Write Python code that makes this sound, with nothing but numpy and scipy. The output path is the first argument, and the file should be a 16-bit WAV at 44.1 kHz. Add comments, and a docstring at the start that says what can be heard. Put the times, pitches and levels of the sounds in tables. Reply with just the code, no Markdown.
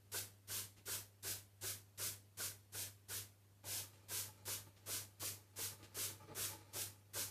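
"""In a small humming booth, a hand spray bottle squirts nineteen times at a glossy figure, with one short pause.
Each stroke is a low resonant thud and valve chirp plus a jet of turbulent noise: the quicker, the harder it starts.
Four faint fizzy sucks draw liquid back. After the pause the figure is turned on its stand: friction noise and
bumps excite the stand's resonances. Decaying noise forms the booth's reflections; hum is sines, air is noise.
The microphone feeds an expander, so hum and air swell with every squirt and sink in the gaps."""
import sys
import numpy as np
from scipy import signal
from scipy.fft import rfft, irfft, next_fast_len
from scipy.io import wavfile
from scipy.ndimage import uniform_filter1d

SR = 44100
rng = np.random.default_rng(int(sys.argv[2]) if len(sys.argv) > 2 else 0)


def materialize(psi):
    """Save the field psi as 16-bit PCM at rate SR to the path in sys.argv[1].

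    A 1-D psi becomes a single channel; in a 2-D psi each row is a channel.
    """
    bounded = np.clip(np.atleast_2d(psi).T, -1, 1)
    quanta = np.round(bounded * 32767).astype(np.int16)
    wavfile.write(sys.argv[1], SR, quanta)


N = 321930
TIME = np.arange(N) / SR
AGE = np.arange(SR // 2) / SR   # seconds since the start of one short event
PAUSE_END_S = 3.63

# pump strokes: start_s, stroke_s, relative level_db, lower_hollow_hz (lower notch in the sound)
STROKES = [(0.116, 0.072, -44, 1070), (0.472, 0.12, -45, 734), (0.854, 0.1, -44.5, 740),
           (1.225, 0.095, -44.5, 1050), (1.609, 0.095, -45, 900), (1.974, 0.1, -43.5, 836),
           (2.37, 0.09, -44.5, 790), (2.72, 0.11, -46.5, 1150), (3.082, 0.094, -46, 796),
           (3.638, 0.15, -45.5, 1180), (4.082, 0.12, -44, 690), (4.452, 0.085, -44.5, 730),
           (4.858, 0.11, -44.5, 825), (5.196, 0.086, -44.5, 900), (5.558, 0.1, -45, 680),
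           (5.943, 0.11, -43.5, 770), (6.346, 0.11, -43.5, 836), (6.729, 0.093, -44.5, 1070),
           (7.132, 0.09, -43, 695)]


def squirts(jet_db=2.0, booth_db=-6):
    """Superposition: jet and pump sound together in each stroke, with their reflections in the booth."""
    out = np.zeros(N)
    for start_s, stroke_s, level_db, _ in STROKES:
        direct = from_db(jet_db) * jet(stroke_s) + pump(stroke_s, late=start_s > PAUSE_END_S)
        with_booth = direct + from_db(booth_db) * booth(direct)
        add(out, start_s, from_db(level_db) * with_booth)
    return out


def jet(stroke_s, build_s=0.059, flutter_db=0.1, tilt_db_per_octave=0.02):
    """Turbulence: growing pressure tears liquid into mist; a quick stroke opens more abruptly."""
    # relative spectrum before the treble tilt: frequency_hz, density_db (per Hz)
    jet_spectrum = [(100, -10), (260, -9), (430, -3), (600, -4.5), (770, -7), (1000, -2), (1200, -6),
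                    (1500, -0.5), (1900, -2), (2400, -2.5), (4000, 0), (6300, 2.5), (10000, 2), (14500, 0)]
    # start level re full jet: -10.5 dB at the usual stroke, 9 dB more per doubling of speed
    opening_db = -10.5 + 9 * quickness(stroke_s)
    slack = np.clip(1 - AGE / (build_s + 0.2 * stroke_s), 0, 1)
    pressure = from_db(opening_db * slack ** 2.0)
    flow = pressure * swell(0, stroke_s, rise_s=0.0032, fall_s=0.035)
    sputter = rms_one(uniform_filter1d(rng.standard_normal(len(AGE)), size=200))
    # tilt about 7500 Hz, constant below 4000 Hz
    tilted = [(hz, db + tilt_db_per_octave * np.log2(max(hz, 4000) / 7500)) for hz, db in jet_spectrum]
    mist = coloured(grains(per_s=12000, smooth=1.14), tilted)
    return flow * from_db(flutter_db * sputter) * mist


def pump(stroke_s, late):
    """Forced resonance: the piston thuds in the bottle, liquid chirps in the valve; quick strokes louder."""
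    # relative thud spectrum: frequency_hz, density_db (per Hz)
    thud_spectrum = [(90, -10), (250, -13.5), (350, 4.5), (430, 2.5), (560, 1), (720, -5), (900, -4.5),
                     (1200, -5), (2500, -25), (6000, -66)]
    # valve resonances: frequency_hz, width_hz (of the first of two filters), relative level_db
    valve_modes = [(1451, 70, -3), (1573, 87, -4)]
    # dB at the usual stroke, dB per doubling of speed; after the pause more thud, less chirp
    thud_db = -12.5 + 8 * quickness(stroke_s) + 2.5 * late
    chirp_db = -11.5 + 4.5 * quickness(stroke_s) - 6 * late
    thud_push = from_db(thud_db) * swell(delay_s=0.015, length_s=0.025, rise_s=0.017, fall_s=0.028)
    chirp_push = from_db(chirp_db) * swell(delay_s=0.018, length_s=0.026, rise_s=0.015, fall_s=0.012)
    valve = np.zeros(len(AGE))
    for hz, width_hz, level_db in valve_modes:
        once = resonate(rng.standard_normal(len(AGE)), hz, width_hz)
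        valve += from_db(level_db) * resonate(once, hz, 2 * width_hz)
    thud = thud_push * coloured(grains(per_s=3000, smooth=0.64), thud_spectrum)
    return thud + chirp_push * rms_one(valve)


def quickness(stroke_s, usual_stroke_s=0.1):
    """Speed is inverse to duration: doublings of piston speed over the usual stroke."""
    return np.log2(usual_stroke_s / stroke_s)


def hollowed(x, fade_s=0.02):
    """Band rejection: through each squirt's body two narrow bands of the whole sound hollow out, then refill."""
    out = x.copy()
    for start_s, stroke_s, _, low_hz in STROKES:
        part = x[int(start_s * SR):][:len(AGE)]
        age = AGE[:len(part)]
        # the upper hollow varies from squirt to squirt
        high_hz = 1840 * (1 + 0.048 * rng.standard_normal())
        since_start = age - 0.04
        until_end = stroke_s + 0.03 + fade_s - age
        depth = np.clip(np.minimum(since_start, until_end) / fade_s, 0, 1)
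        hollow = notch(notch(part, low_hz, width_hz=190), high_hz, width_hz=130)
        add(out, start_s, depth * (hollow - part))
    return out


def refills(suck_db=1.5, half_s=0.0205):
    """Suction turbulence: the spring lifts the piston with a faint fizzy suck."""
    # liquid drawn back: start_s, level_db (before the common gain suck_db)
    suck_events = [(0.764, -62), (3.929, -66), (4.762, -64.5), (5.826, -58.5)]
    # relative spectrum: frequency_hz, density_db (per Hz)
    suck_spectrum = [(300, 1), (1000, -9), (2400, -3), (4200, -6), (7000, -9), (14000, -20)]
    out = np.zeros(N)
    for start_s, level_db in suck_events:
        flow = from_db(level_db + suck_db) * swell(0, half_s, rise_s=0.0034, fall_s=half_s)
        add(out, start_s, flow * coloured(grains(per_s=1500, smooth=1.0), suck_spectrum))
    return out


def stand(bump_db=3.5, uneven_db=3.0):
    """Modal excitation: uneven rolling friction and soft bumps ring the same resonances of the stand."""
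    # rolling friction: time_s, level_db (mean course, before the unevenness)
    rolling_course = [(3.65, -70), (4.1, -65), (4.45, -72), (4.8, -70), (5.2, -72.5), (6.1, -69.5),
                      (6.72, -63.5), (7.0, -71), (7.3, -60.5)]
    # knocks: start_s, length_s (half holds, half is the decay time), level_db (before bump_db), cutoff_hz
    knocks = [(3.632, 0.017, -54, 3000), (4.276, 0.028, -61.5, 1190), (4.66, 0.016, -56.5, 1200),
              (5.714, 0.045, -61.5, 1200), (5.784, 0.043, -61, 3000), (6.193, 0.069, -59.5, 1390),
              (6.274, 0.038, -52, 800), (6.303, 0.027, -51.5, 700), (6.602, 0.046, -69.5, 2500)]
    # resonances: frequency_hz, width_hz, relative level_db
    stand_modes = [(117, 24, 3.5), (165, 17.5, 1.5), (248, 49, -5), (326.5, 14, 2), (443, 53, -0.5),
                   (579, 52, 0), (638, 28, -4.5), (839, 51, 0.5), (914, 60, -1.5), (1208, 64, -1),
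                   (1630, 1100, -14), (2326, 130, -5.5), (3870, 3800, -16)]
    rolling_db = np.interp(TIME, *np.transpose(rolling_course)) + uneven_db * drift(per_s=3.9)
    force = grains(per_s=2700, smooth=0.27, size=N) * from_db(rolling_db)
    force *= np.clip((TIME - PAUSE_END_S) / 0.026, 0, 1)   # turning starts as the pause ends
    for start_s, length_s, level_db, cutoff_hz in knocks:
        push = from_db(level_db + bump_db) * swell(0, length_s / 2, rise_s=0.0018, fall_s=length_s / 2)
        push = push * grains(per_s=2900, smooth=0.43)
        softening = signal.butter(1, cutoff_hz, fs=SR, output="sos")
        add(force, start_s, signal.sosfilt(softening, push))
    # the resonances together pass on the power of a white force
    power = sum(from_db(2 * db) * np.pi * width_hz / SR for _, width_hz, db in stand_modes)
    ringing = np.zeros(N)
    for k, (hz, width_hz, db) in enumerate(stand_modes):
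        ringing += (-1) ** k * from_db(db) * resonate(force + 1e-18, hz, width_hz)
    return ringing / np.sqrt(power)


def booth(x, t60_s=0.39):
    """Reverberation: dense reflections between close walls decay exponentially; each call has its own pattern."""
    reflections = rng.standard_normal(len(AGE)) * from_db(-60 * AGE / t60_s)
    reflections *= AGE > .002   # the first reflection needs 2 ms
    return signal.fftconvolve(x, reflections / np.linalg.norm(reflections))[:len(x)]


def background(air_db=-63):
    """Periodic and random sources: slightly wavering mains hum over softly moving air."""
    # hum partials: frequency_hz, level_db (rms, before the waver and the expander)
    hum_partials = [(100, -59.5), (200, -78.5), (400, -82.5)]
    # relative air spectrum: frequency_hz, density_db (per Hz)
    air_spectrum = [(15, -65), (25, -23), (49, -20.5), (74, -10), (117, -14), (149, -14.5), (253, -16),
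                    (679, -22.5), (1220, -27), (1870, -27.5), (4040, -29.5), (4380, -28), (4740, -30),
                    (14500, -29.5)]
    hum = np.zeros(N)
    for hz, level_db in hum_partials:
        hum += np.sqrt(2) * from_db(level_db) * np.sin(2 * np.pi * (hz * TIME + rng.random()))
    waver = from_db(.8 * drift(per_s=8))
    air = from_db(air_db) * coloured(rng.standard_normal(N), air_spectrum)
    return hum * waver + air


def from_db(db):
    """Logarithmic level: decibels to amplitude gain."""
    return 10 ** (np.asarray(db) / 20)


def rms_one(x):
    """Normalisation of power: scale to unit rms."""
    return x / np.sqrt(np.mean(x ** 2) + 1e-20)


def drift(per_s):
    """Low-passed noise: a smooth random course of spread 1, with both filter poles at per_s Hz."""
    r = np.exp(-80 * np.pi * per_s / SR)   # at one value per 40 samples
    slow = signal.lfilter([1], [1, -2 * r, r * r], rng.standard_normal(N // 40 + 2002))
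    slow = slow[2000:]   # drop the filter's settling
    return np.interp(np.arange(N) / 40, np.arange(len(slow)), rms_one(slow))


def coloured(x, spectrum):
    """Spectral shaping: weight a white excitation in frequency, then scale to rms 1."""
    hz, db = np.transpose(spectrum)
    size = next_fast_len(len(x))
    bins = np.maximum(np.fft.rfftfreq(size, 1 / SR), 1)
    gain = from_db(np.interp(np.log(bins), np.log(hz), db))
    return rms_one(irfft(rfft(x, size) * gain, size)[:len(x)])


def grains(per_s, smooth, size=len(AGE)):
    """Shot noise: random tiny impacts over a share of smooth turbulence, at rms 1."""
    impacts = (rng.random(size) < per_s / SR) * rng.standard_normal(size)
    return rms_one(rms_one(impacts) + smooth * rng.standard_normal(size))


def resonate(x, hz, width_hz):
    """Damped oscillator: a two-pole resonance with gain 1 at its peak."""
    r = np.exp(-np.pi * width_hz / SR)
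    feedback = [1, -2 * r * np.cos(2 * np.pi * hz / SR), r * r]
    return signal.lfilter(np.array([1, 0, -1]) * (1 - r * r) / 2, feedback, x)


def notch(x, hz, width_hz):
    """Cancellation: subtract a resonant band twice over, leaving a deep hollow."""
    once = x - resonate(x, hz, width_hz)
    return once - resonate(once, hz, width_hz)


def swell(delay_s, length_s, rise_s, fall_s):
    """Build-up and relaxation: a push rises linearly, holds until its length is over and decays exponentially."""
    age = AGE - delay_s
    return np.clip(age / rise_s, 0, 1) * np.exp(-np.maximum(age - length_s, 0) / fall_s)


def add(track, start_s, sound):
    """Linear superposition: lay a short sound into a track."""
    at = int(start_s * SR)
    track[at:at + len(sound)] += sound[:N - at]


def scene(handling_room_db=-3.5):
    """Superposition of bottle, stand, booth and background, the same in both channels."""
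    handling = refills() + stand()
    handling_room = from_db(handling_room_db) * booth(handling)
    whole = squirts() + handling + handling_room + background()
    return np.tile(hollowed(whole), (2, 1))


def expander(x, closed_db=-68.0, open_db=-52.0, band_closed_db=-92.0, band_span_db=5.5,
             depth_db=11.5, sense_hz=250, settle_s=0.0082, size=512):
    """Downward expansion: a band opens only if the sound above sense_hz is loud and the band itself is strong."""
    hop = size // 4
    hz, _, bands = signal.stft(x[0], SR, nperseg=size, noverlap=size - hop)
    power = abs(bands) ** 2 + 1e-16
    level_db = 10 * np.log10(power[hz > sense_hz].sum(axis=0))
    across_bands = uniform_filter1d(power, size=2, axis=0)
    band_db = 10 * np.log10(uniform_filter1d(across_bands, size=9, axis=1))
    loud = np.clip((level_db - closed_db) / (open_db - closed_db), 0, 1)
    stands_out = np.clip((band_db - band_closed_db) / band_span_db, 0, 1)
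    r = np.exp(-hop / (settle_s * SR))
    opening = signal.lfilter([1 - r], [1, -r], loud * stands_out)
    gain = from_db(depth_db * (opening - 1))
    out = signal.istft(bands * gain, SR, nperseg=size, noverlap=size - hop)[1]
    return np.tile(out[:N], (2, 1))


def record(dry):
    """Dynamic expansion, then band limiting by a steep elliptic low-pass."""
    low_pass = signal.ellip(12, .1, 70, 14620, fs=SR, output="sos")   # ripple dB, stopband dB, cutoff Hz
    return signal.sosfilt(low_pass, expander(dry))


dry = scene()
out = record(dry)
materialize(out)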